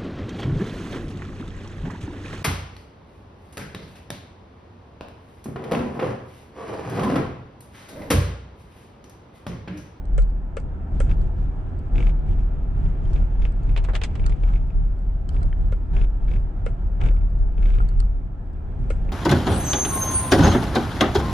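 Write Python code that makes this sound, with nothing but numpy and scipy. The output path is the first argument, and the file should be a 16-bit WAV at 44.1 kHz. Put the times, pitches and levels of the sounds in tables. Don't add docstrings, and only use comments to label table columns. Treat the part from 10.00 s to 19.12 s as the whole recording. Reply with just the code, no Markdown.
import sys
import numpy as np
from scipy import signal
from scipy.fft import rfft, irfft
from scipy.io import wavfile
from scipy.ndimage import uniform_filter1d, minimum_filter1d

SR = 44100
rng = np.random.default_rng(int(sys.argv[2]) if len(sys.argv) > 2 else 0)


def wav_record(signal):
    frames = np.transpose(np.atleast_2d(signal))
    bounded = np.clip(frames, -1, 1)
    quanta = np.round(bounded * 32767).astype(np.int16)
    wavfile.write(sys.argv[1], SR, quanta)


N = 402191
TIME = np.arange(N) / SR
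IMPACT_TIME = np.arange(8192) / SR


def gain_of(db):
    return 10 ** (np.asarray(db) / 20)


def unit_rms(x):
    return x / np.sqrt(np.mean(x ** 2) + 1e-20)


def at_frequency(points, hz):
    f, value = np.transpose(points)
    return np.interp(np.log(hz + 1), np.log(f + 1), value)


def curves(rows):
    times, *columns = np.transpose(rows)
    return [np.interp(TIME, times, column) for column in columns]


def add(mix, start_s, sound):
    part = mix[:, max(round(start_s * SR), 0):][:, :sound.shape[-1]]
    part += sound[..., :part.shape[-1]]


def panned(lean_db):
    return gain_of(np.array([[lean_db], [-lean_db]]) / 2)


def drift(hz):
    f = np.fft.rfftfreq(N, 1 / SR)
    return unit_rms(irfft(rfft(rng.standard_normal(N)) / (1 + (f / hz) ** 4), N))


def minimum_phase(x, spectrum):
    size = len(IMPACT_TIME)
    log_gain = np.log(gain_of(at_frequency(spectrum, abs(np.fft.fftfreq(size, 1 / SR)))))
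    response = np.exp(np.conj(signal.hilbert(log_gain)))[:size // 2 + 1]
    return irfft(rfft(x) * response, size)


def impact(spectrum, t60, crack, cabin_db, cabin_t60, coherence):
    t = IMPACT_TIME
    shared, *separate = rng.standard_normal((3, len(t)))
    ring = np.sqrt(coherence) * shared + np.sqrt(1 - coherence) * np.array(separate)
    ring *= gain_of(-60 * t / t60) + gain_of(cabin_db - 60 * t / cabin_t60)
    sound = minimum_phase(ring + crack * (t == 0), spectrum)
    return sound / np.sqrt(np.mean(sound[:, t < .004] ** 2))


def ringing(modes, scatter_db, detune=.01):
    t, sides = IMPACT_TIME, np.array([[.5], [-.5]])
    out = np.zeros((2, len(t)))
    for hz, db, t60, lead in modes:
        decay = gain_of(db + scatter_db * rng.standard_normal() - 60 * t / t60)
        mode_hz = hz * (1 + detune * rng.uniform(-1, 1))
        out += decay * np.sin(2 * np.pi * mode_hz * t + lead * sides)
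    return out


# f/Hz, correlation
FIELD_CORRELATION = [(30, .9), (65, .97), (95, .7), (150, .72), (170, 0), (200, .82), (245, .8), (285, .55),
                     (330, .75), (480, .72), (530, .45), (760, .35), (805, -.4), (870, .45), (1120, -.15),
                     (1400, 0), (2200, .4), (9000, .3)]
# f/Hz, left over right/dB
FIELD_BALANCE = [(80, 0), (120, -5), (145, 0), (172, -4), (205, -1.5), (250, 1.8), (300, 2), (350, -1.2),
                 (430, 0.5), (630, 0), (940, -1), (1390, -1), (2060, -1), (3050, -0.5), (4520, -3.5),
                 (6690, -2.5), (9910, -0.5)]

def cabin_noise(spectrum, patchy_db, size=2048):
    hz, hop = np.fft.rfftfreq(size, 1 / SR), size // 4
    a, b, c, d, patches = rng.standard_normal((5, len(hz), N // hop + 5))
    patches = uniform_filter1d(patches, size=14, axis=0)
    patches = unit_rms(uniform_filter1d(patches, size=6, axis=1))
    correlation = at_frequency(FIELD_CORRELATION, hz)[:, None]
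    left = a + 1j * b
    right = correlation * left + np.sqrt(1 - correlation ** 2) * (c + 1j * d)
    field = np.array([left, right]) * gain_of(at_frequency(spectrum, hz)[:, None] + patchy_db * patches)
    field *= gain_of(np.outer([.5, -.5], at_frequency(FIELD_BALANCE, hz)))[..., None]
    _, sound = signal.istft(field, nperseg=size, noverlap=size - hop)
    return unit_rms(sound[:, :N])


# t/s, firing rate f/Hz, level/dB
ENGINE_RUN = [(0, 72.56, 1.5), (1.2, 73.7, 2.5), (1.65, 80.14, -3.5), (2.1, 75.45, 8), (4.5, 76.1, -8),
              (6.5, 73.57, 1.5), (7.6, 78, 0.5), (8.3, 74, -2), (9.12, 72.6, 0)]
# multiple of the firing rate, level/dB
HUM_ORDERS = [(1, -42), (2, -53.5), (2.5, -56)]

def engine(waver_db=4.0, rough_db=3.5, rough_hz=18):
    firing_hz, hum_db = curves(ENGINE_RUN)
    cycles = np.cumsum(firing_hz * (1 + 0.0049 * drift(hz=2.7))) / SR
    hum = np.zeros(N)
    for order, db in HUM_ORDERS:
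        amplitude = gain_of(db + hum_db + waver_db * drift(hz=1.0) + rough_db * drift(rough_hz))
        hum += amplitude * np.sin(2 * np.pi * order * cycles + .25 * order * drift(rough_hz))
    return np.sqrt(2) * hum


# t/s, rumble level/dB, roar level/dB, spray level/dB
ROAD_TEXTURE = [(.35, -39, -48, -69), (.9, -34.5, -45, -67.5), (1.65, -33.5, -45, -65.5),
                (2.5, -35, -45, -65.5), (3.05, -35, -45, -62.5), (3.65, -32.5, -46, -64),
                (3.9, -31.5, -46.5, -60), (4.25, -28.5, -44.5, -58.5), (4.42, -29, -48, -66),
                (5.0, -33.5, -48.5, -70), (5.8, -35, -48, -69), (6.8, -34, -46, -68.5),
                (7.45, -35.5, -48, -69), (7.8, -32, -48, -61.5), (8.3, -37.5, -50, -72),
                (8.65, -35, -47, -69), (9.12, -29, -45, -61)]
# f/Hz, level/dB
RUMBLE_SPECTRUM = [(42, -24), (54, -2.5), (66, -6.5), (82, -11.5), (100, -6), (135, -10), (185, -14.5),
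                   (240, -29), (400, -32), (900, -85)]
ROAR_SPECTRUM = [(120, -19), (230, 5), (285, 4.5), (330, -3), (368, 1.5), (405, -3.5), (500, -5.5),
                 (558, -5), (590, -8), (665, -2.5), (712, -6.5), (775, -4.5), (870, -7), (975, -11.5),
                 (1170, -14.5), (1360, -11.5), (1480, -18), (1620, -16.5), (1750, -20), (2300, -37),
                 (4000, -87)]
SPRAY_SPECTRUM = [(700, -15), (1500, -0.5), (2300, 2.5), (3200, -5.5), (4200, -14.5), (5500, -20.5),
                  (8200, -21), (10000, -35.5), (15000, -45.5)]

def tyres(rumble_db, roar_db):
    *_, spray_db = curves(ROAD_TEXTURE)
    rumble = cabin_noise(RUMBLE_SPECTRUM, patchy_db=-0.5, size=4096) * gain_of(rumble_db - 0.5)
    roar = cabin_noise(ROAR_SPECTRUM, patchy_db=0.6) * gain_of(roar_db + 2)
    spray = cabin_noise(SPRAY_SPECTRUM, patchy_db=1.0) * gain_of(spray_db)
    return rumble + roar + spray


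def dashboard(rumble_db, level_db=-62, rough_road_db=-24, exponent=1.24):
    drive_db = exponent * np.minimum(rumble_db - rough_road_db, 0)
    spectrum = [(800, -26.0), (1400, -6.5), (2300, 0.0), (3400, -3.5),  # f/Hz, level/dB
                (4300, -11.5), (6000, -13.0), (8300, -13.5), (10000, -28.0)]
    return cabin_noise(spectrum, patchy_db=3.0, size=256) * gain_of(level_db + drive_db)


# f/Hz, level/dB
TICK_SPECTRUM = [(800, -15.5), (1400, 3), (2400, -5.5), (3600, -8), (4500, 1), (5400, -9.5), (7000, -7.5),
                 (8300, -7.5), (9500, -10.5), (10800, -32)]
# f/Hz, level/dB, T60/s, left phase lead/rad
FITTING_MODES = [(1280, -6.5, .02, 2), (3100, -9, .012, .3), (4400, -10, .009, .5), (4950, -3, 0.012, .5),
                 (7050, -8, .011, 1.5), (8070, 1.5, .012, 1.5)]

def tick(note_hz, note_db, note_t60=.019, rise_s=0.00094):
    touch = impact(TICK_SPECTRUM, t60=0.011, crack=0.92, cabin_db=-26, cabin_t60=.1, coherence=0.11)
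    note = ringing([(note_hz, note_db, note_t60, 0)], scatter_db=0)
    ring = ringing(FITTING_MODES, scatter_db=2, detune=0.036)
    onset = 1 - np.exp(-IMPACT_TIME / rise_s)
    return (gain_of(-1) * touch + gain_of(-6) * ring + note) * onset * panned(lean_db=-6.5)


# t/s, level/dB, note f/Hz, note level/dB
FITTING_TICKS = [(0.0535, -52, 8150, -6), (0.2207, -46, 7550, -2), (0.3, -59.5, 4830, -9),
                 (0.6, -50, 7600, -2), (1.215, -49.5, 4470, -2), (1.79, -55, 7940, -7),
                 (2.083, -56, 7040, 6), (3.054, -58, 3120, 11.5), (3.5223, -57, 8200, 1),
                 (3.633, -54.5, 7000, -2), (4.263, -31, 4500, -2), (4.91, -63, 8200, -2),
                 (4.99, -59.5, 8200, -3), (5.29, -40, 3080, 1), (5.345, -51.5, 3170, 4),
                 (5.43, -41, 4530, -16), (7.033, -51, 8060, 3), (7.073, -52, 8000, 4),
                 (7.147, -59, 8060, 2), (7.185, -58, 8100, -2), (7.3, -60, 4870, -3),
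                 (7.389, -57, 8140, -4), (7.805, -57, 8160, 6), (7.888, -45.5, 4400, -1),
                 (8.002, -34, 4550, -8)]
# f/Hz, level/dB
FAINT_SPECTRUM = [(2000, -12.5), (4200, -15), (4950, 3), (5500, -20.5), (7200, -14.5), (8200, -2),
                  (9200, -14.5), (10500, -29.5)]

def fittings(rumble_db, tick_db=-1.5, faint_db=-70, spread_db=7, rough_road_db=-28):
    out = np.zeros((2, N))
    for s, db, note_hz, note_db in FITTING_TICKS:
        add(out, s, gain_of(db + tick_db) * tick(note_hz, note_db))
    for when, strength in rng.random(size=(40, 2)):
        touch = impact(FAINT_SPECTRUM, t60=.012, crack=0.77, cabin_db=-24, cabin_t60=.08, coherence=0.19)
        calm_db = min(rumble_db[int(when * N)] - rough_road_db, 0)
        add(out, when * N / SR, gain_of(faint_db + spread_db * strength ** 2 + calm_db) * touch)
    return out


# t/s, level/dB
JOINT_SLIPS = [(5.527, -34.5)]

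def squeak(gain_db=-4, start_hz=2350, end_hz=1250, whistle_hz=3100, whistle_db=-11, length_s=0.005):
    out, t = np.zeros((2, N)), np.arange(0, length_s, 1 / SR)
    slip = np.sin(2 * np.pi * np.cumsum(np.linspace(start_hz, end_hz, len(t))) / SR)
    whistle = gain_of(whistle_db) * np.sin(2 * np.pi * whistle_hz * t)
    for s, db in JOINT_SLIPS:
        add(out, s, gain_of(db + gain_db) * (slip + whistle) * signal.windows.tukey(len(t), .5))
    return out


# t/s, clack level/dB, thud level/dB, note f/Hz, note over thud/dB,
# snap level/dB, left over right/dB
CLATTER_BLOWS = [(3.132, -52, -51, 900, -2, -58, -4.5), (3.763, -28.5, -46, 1050, -5, -61, -1),
                 (3.775, -32.5, -40, 800, -2, -52, -2), (3.841, -46, -51, 1100, 0, -55, -1),
                 (3.848, -41, -47, 1150, 1, -59, -1), (3.887, -54, -38.5, 514, 9, -67, 4),
                 (3.895, -48, -43, 920, -3, -75, -1), (3.906, -61, -54, 700, -2, -76, 0),
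                 (3.935, -43, -43.5, 760, 4, -64, -4), (3.944, -42, -42, 480, 0, -58, 3),
                 (3.952, -25, -46, 990, -2, -46, 2), (3.962, -39.5, -43, 1040, -7, -50, -5),
                 (4.015, -30.5, -43, 800, -2, -55, -3), (4.036, -26.5, -49, 450, 0, -39, 0),
                 (4.048, -52, -51, 860, -2, -49, -3), (4.154, -42, -49.5, 1010, 7, -58.5, -2),
                 (4.295, -47, -51, 900, -7, -59, -3)]
# f/Hz, level/dB
THUD_SPECTRUM = [(200, -5.5), (450, 9), (850, 3.5), (1200, 1.5), (1900, -2.5), (3500, -27), (8000, -40)]
CLACK_SPECTRUM = [(400, -28), (900, 1.5), (1400, -4), (1900, 1.5), (2300, 3.5), (2750, 3), (3400, 1),
                  (4400, -10.5), (6000, -23), (10000, -36)]
SNAP_SPECTRUM = [(2000, -35.5), (4200, 2.5), (6000, -1.5), (7800, 0.5), (8800, -5), (9600, -9),
                 (10800, -36)]

def clatter(thud_gain_db=6.0, clack_gain_db=-4, snap_gain_db=4.5, note_t60=0.017):
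    out = np.zeros((2, N))
    for s, clack_db, thud_db, note_hz, note_db, snap_db, lean_db in CLATTER_BLOWS:
        note = ringing([(note_hz, note_db, note_t60, 0)], scatter_db=0)
        thud = impact(THUD_SPECTRUM, t60=.066, crack=1.7, cabin_db=-9, cabin_t60=.15, coherence=.14)
        clack = impact(CLACK_SPECTRUM, t60=.067, crack=2.8, cabin_db=-12.5, cabin_t60=.072,
                       coherence=.66)
        snap = impact(SNAP_SPECTRUM, t60=.035, crack=3, cabin_db=-12, cabin_t60=.1, coherence=.051)
        blow = (gain_of(thud_db + thud_gain_db) * (note + thud)
                + gain_of(clack_db + clack_gain_db) * clack
                + gain_of(snap_db + snap_gain_db) * snap)
        add(out, s, blow * panned(lean_db))
    return out


# f/Hz, level/dB, T60/s, left phase lead/rad
PANEL_MODES = [(1240, -10, .03, .8), (1650, -11, .035, .3), (2170, -7, .03, -.6), (2290, -3, .036, -.6),
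               (2510, -2, .022, -.6), (2950, -4, .011, .1), (3290, -8, .016, .1), (3520, -7, .015, .1),
               (4780, -22, .03, .5)]
# t/s, duration/s, level/dB
BUZZ_BOUTS = [(1.087, 0.044, -46.5), (1.947, 0.12, -47.5), (2.065, 0.05, -52), (3.148, 0.042, -49),
              (3.409, 0.071, -48.5), (4.17, 0.12, -65), (4.42, 0.17, -55), (5.929, 0.129, -49),
              (6.28, 0.09, -51), (7.001, 0.097, -43), (7.611, 0.17, -48)]
# f/Hz, level/dB
BUZZ_SPECTRUM = [(250, -1.5), (500, 10), (1000, -4), (1270, -1), (1650, 7.5), (1950, -5.5), (2250, -2.5),
                 (3200, -4), (4200, -13), (6000, -14.5), (8400, -19), (10000, -34.5)]

def trim_buzz(gain_db=-3, spots=4, contacts_per_s=900, spread_db=2.5, edge_s=0.0093, ring_db=-2):
    chatter = np.zeros((2, N))
    for chance, size in rng.random(size=(spots, 2, N)):
        strength = gain_of(spread_db * np.minimum(-np.log(1 - size), 3))
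        contacts = (chance < contacts_per_s / spots / SR) * strength
        touch = impact(BUZZ_SPECTRUM, t60=0.02, crack=2.2, cabin_db=-10.5, cabin_t60=0.18, coherence=.3)
        ring = gain_of(ring_db) * ringing(PANEL_MODES, scatter_db=1.2, detune=0.004)
        chatter += signal.oaconvolve(contacts[None], touch + ring, axes=1)[:, :N]
    bouts = sum(gain_of(db) * np.clip(np.minimum(TIME - s, s + length - TIME) / edge_s, 0, 1)
                for s, length, db in BUZZ_BOUTS)
    return unit_rms(chatter) * bouts * gain_of(gain_db) * panned(lean_db=-1)


# t/s, level/dB
PANEL_KNOCKS = [(1.0932, -43), (1.113, -35), (1.9567, -35.5), (1.9805, -31.5), (2.004, -32), (2.0261, -34),
                (2.046, -44), (2.069, -30.5), (2.0931, -38), (2.392, -49), (2.859, -46), (3.1601, -35),
                (3.4193, -39), (3.452, -33.5), (3.6925, -38.5), (4.1955, -38.5), (4.241, -39), (4.322, -36),
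                (4.435, -35.5), (4.487, -44), (4.5364, -38.5), (4.5585, -40), (4.7032, -46.5),
                (5.3642, -39.5), (5.966, -33.5), (6.0136, -34), (6.041, -42.5), (6.2813, -40),
                (6.3141, -35.5), (6.337, -41), (6.3619, -41), (7.0138, -28.5), (7.0375, -29), (7.0604, -29),
                (7.0867, -29.5), (7.1656, -44.5), (7.21, -50.5), (7.5795, -43.5), (7.6297, -38),
                (7.657, -33), (7.703, -38), (7.74, -34), (7.785, -36), (9.091, -40.5)]
# f/Hz, level/dB
PANEL_SPECTRUM = [(200, 0), (400, 16.5), (1000, -2), (1350, -0.5), (1900, -8), (2250, 0.5), (2800, -1.5),
                  (3500, -13), (4300, -26.5), (6000, -22), (8400, -24.5), (10000, -39)]

def trim_knocks(gain_db=-0.5, ring_db=-2, rise_s=.0006):
    out = np.zeros((2, N))
    onset = 1 - np.exp(-(IMPACT_TIME / rise_s) ** 2)
    for s, db in PANEL_KNOCKS:
        knock = impact(PANEL_SPECTRUM, t60=.0046, crack=.35, cabin_db=-19, cabin_t60=.13, coherence=.19)
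        ring = gain_of(ring_db) * ringing(PANEL_MODES, scatter_db=1.2, detune=0.004)
        add(out, s, gain_of(db + gain_db) * (knock + ring) * onset)
    return out * panned(lean_db=4.5)


# t/s, level/dB
MOUNT_JOLTS = [(1.003, -39), (1.090, -45), (1.111, -34), (1.137, -40), (2.698, -46), (2.773, -45),
               (2.841, -49), (3.157, -40), (3.218, -36.5), (3.240, -47), (3.522, -45), (3.650, -42),
               (4.230, -45), (4.255, -32), (4.261, -34), (4.279, -34), (4.457, -42), (4.476, -37),
               (4.499, -34), (4.566, -44), (5.289, -40), (5.348, -38), (5.418, -35), (5.590, -45),
               (5.988, -40), (7.005, -38), (7.028, -32), (7.048, -32), (7.072, -37), (7.122, -41),
               (7.143, -33), (7.164, -40), (7.182, -41), (7.735, -38), (7.757, -31), (7.778, -34),
               (7.803, -26), (7.917, -39), (8.003, -34), (8.026, -37), (8.904, -40), (9.100, -39)]
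# f/Hz, level/dB, T60/s, left phase lead/rad
MOUNT_RESONANCES = [(370, -3.5, .025, 1.9), (610, -9, .018, 2.5), (790, -9, .022, 4.1),
                    (1320, 1.5, .045, 3), (2250, -28.5, .02, 3)]

def camera_mount(gain_db=1, rise_s=.0007):
    out = np.zeros((2, N))
    onset = 1 - np.exp(-(IMPACT_TIME / rise_s) ** 2)
    for s, db in MOUNT_JOLTS:
        add(out, s, gain_of(db + gain_db) * ringing(MOUNT_RESONANCES, scatter_db=1, detune=.015) * onset)
    return out


# t/s, blow level/dB, splash level/dB
MELTWATER_DROPS = [(0.179, -31, -45), (0.568, -30.5, -48.5), (1.002, -29, -42), (5.722, -36.5, -57.5),
                   (6.662, -31, -53), (7.108, -41, -63), (8.902, -30, -47.5)]
# f/Hz, level/dB, T60/s, left phase lead/rad
WINDSCREEN_MODES = [(475, 5.5, 0.05, 0.85), (531, 6.5, 0.044, .83), (695, -9, .028, 0.5),
                    (1190, -18.5, 0.052, 5), (1310, -15.5, .044, 1), (1350, -7, 0.062, -1),
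                    (1447, -3.5, 0.052, 2.1), (1620, -13.5, 0.028, -8), (1740, -15.5, 0.044, -0.5),
                    (2180, -17, 0.072, 0), (2664, -21, .05, -0.5), (3300, -24, 0.043, 3.5),
                    (4400, -35, 0.069, 1.5), (5050, -35.5, 0.068, 4)]
# f/Hz, level/dB
SMACK_SPECTRUM = [(300, -12.5), (600, -6), (1000, -1), (1400, 1), (2700, -0.5), (3800, -12.5),
                  (5500, -16.5), (10000, -75)]
SPLASH_SPECTRUM = [(2000, -30.5), (4000, -10), (6000, 2.5), (8400, 8), (9400, -1), (10500, -15.5),
                   (12000, -28)]

def drops(thump_db=3.5, smack_db=-8, bend_s=0.0021, lag_s=0.0011):
    out = np.zeros((2, N))
    swell = 1 - np.exp(-(IMPACT_TIME / bend_s) ** 2)
    for s, db, splash_db in MELTWATER_DROPS:
        thump = ringing(WINDSCREEN_MODES, scatter_db=1, detune=.015) * swell * panned(lean_db=5)
        smack = impact(SMACK_SPECTRUM, t60=.052, crack=3.4, cabin_db=-19.5, cabin_t60=.24, coherence=.67)
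        splash = impact(SPLASH_SPECTRUM, t60=.0093, crack=1.8, cabin_db=-10.5, cabin_t60=.17,
                        coherence=.1)
        add(out, s, gain_of(splash_db) * splash * panned(lean_db=-3))
        add(out, s + lag_s, gain_of(db + thump_db) * thump + gain_of(db + smack_db) * smack)
    return out


def bump_envelope(start_s, length_s, attack_s, release_s):
    t = np.maximum(TIME - start_s, 0)
    return (1 - np.exp(-t / attack_s)) * np.exp(-np.maximum(t - length_s, 0) / release_s)


# t/s, duration/s, boom level/dB, rumble level/dB, tyre slap level/dB
PAVEMENT_BUMPS = [(0.065, 0.17, -16, -34, -51.5), (0.917, .22, -19, -25.5, -49.5),
                  (1.05, 0.056, -20, -26, -41.5), (1.163, 0.093, -27, -26, -54),
                  (1.342, 0.1, -21, -29, -68), (1.906, 0.18, -15, -25.5, -42.5),
                  (2.242, 0.083, -20.5, -24.5, -52), (2.35, 0.058, -15.5, -26, -57),
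                  (2.59, 0.041, -19, -43, -63), (2.739, 0.15, -20.5, -27.5, -51),
                  (3.013, 0.21, -18, -25.5, -49), (3.306, 0.14, -17, -32.5, -52.5),
                  (3.514, 0.17, -25, -40, -59), (3.633, 0.093, -15.5, -26.5, -48.5),
                  (3.82, 0.018, -13, -42, -54), (4.177, 0.1, -15.5, -35, -58),
                  (4.396, 0.13, -14.5, -30.5, -46.5), (4.724, 0.077, -13.5, -37, -68),
                  (5.032, 0.032, -15.5, -49, -57), (5.279, 0.19, -20.5, -26.5, -48),
                  (5.514, 0.21, -19, -32.5, -52.5), (5.894, 0.14, -14.5, -30, -45),
                  (6.185, 0.097, -18.5, -30.5, -52.5), (6.279, 0.1, -18.5, -28, -47),
                  (6.55, 0.16, -23.5, -36, -54.5), (6.787, 0.071, -19, -35, -53),
                  (6.993, 0.1, -9.5, -21, -35.5), (7.168, 0.045, -16, -43, -60),
                  (7.32, 0.094, -15, -32.5, -53), (7.56, 0.19, -11.5, -28.5, -47.5),
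                  (7.757, 0.056, -18, -25, -46), (7.908, 0.098, -12.5, -31.5, -57),
                  (8.775, 0.16, -22, -30.5, -61), (8.93, 0.036, -25, -31.5, -52),
                  (9.012, 0.075, -24, -33.5, -45.5)]

def road_levels(calm_boom_db=-33):
    rumble_db, roar_db, _ = curves(ROAD_TEXTURE)
    boom, rumble, roar = gain_of(calm_boom_db) ** 2, gain_of(rumble_db) ** 2, gain_of(roar_db) ** 2
    for s, length, boom_db, bump_db, slap_db in PAVEMENT_BUMPS:
        tyre_jolt = bump_envelope(s, length, attack_s=.02, release_s=.035)
        air_swing = bump_envelope(s, length, attack_s=.05, release_s=.11)
        boom = boom + (gain_of(boom_db) * air_swing) ** 2
        rumble = rumble + (gain_of(bump_db) * tyre_jolt) ** 2
        roar = roar + (gain_of(slap_db) * tyre_jolt) ** 2
    return 10 * np.log10([boom, rumble, roar])


def floor_pan(rumble_db, gain_db=-3, thump_hz=72, wander_hz=11):
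    cycles = np.cumsum(thump_hz + wander_hz * drift(hz=21.12)) / SR
    return np.sqrt(2) * gain_of(rumble_db + gain_db) * np.sin(2 * np.pi * cycles)


def cabin_boom(boom_db, rumble_db, air_hz=40.5, shudder_hz=27, uneven_db=1.0, sway=0.2):
    air = np.exp(2j * np.pi * np.cumsum(air_hz + 1.77 * drift(hz=12.1)) / SR)
    springs = np.exp(2j * np.pi * np.cumsum(shudder_hz + 3.692 * drift(hz=9.63)) / SR)
    shudder_db = (boom_db + rumble_db) / 2 + uneven_db * drift(hz=2.5)
    swing = air * gain_of(boom_db) + springs * gain_of(shudder_db)
    side = swing * sway * (0.31 * drift(hz=22) + 1j * drift(hz=7.5))
    return np.sqrt(2) * np.array([swing + side, swing - side]).real * panned(lean_db=0.5)


def scene():
    boom_db, rumble_db, roar_db = road_levels()
    road = cabin_boom(boom_db, rumble_db) + floor_pan(rumble_db) + tyres(rumble_db, roar_db) + engine()
    meltwater = drops()
    rattles = trim_knocks() + camera_mount() + trim_buzz() + dashboard(rumble_db)
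    small_parts = clatter() + fittings(rumble_db) + squeak()
    return road + meltwater + rattles + small_parts


def record(dry, ceiling_db=-8.4, smooth_s=.04, edge_hz=10700, top_hz=15700, shelf_db=-14):
    size, ceiling = round(smooth_s * SR), gain_of(ceiling_db)
    allowed_gain = ceiling / np.maximum(abs(dry).max(0), ceiling)
    limited = dry * uniform_filter1d(minimum_filter1d(allowed_gain, size), size)
    padded = np.pad(limited, ((0, 0), (127, 127)), "reflect", reflect_type="odd")
    main, wide = (signal.firwin(255, hz, window=("kaiser", 7), fs=SR) for hz in (edge_hz, top_hz))
    response = main + gain_of(shelf_db) * (wide - main)
    return signal.oaconvolve(padded, response[None], "valid")


dry = scene()
out = record(dry)
wav_record(out)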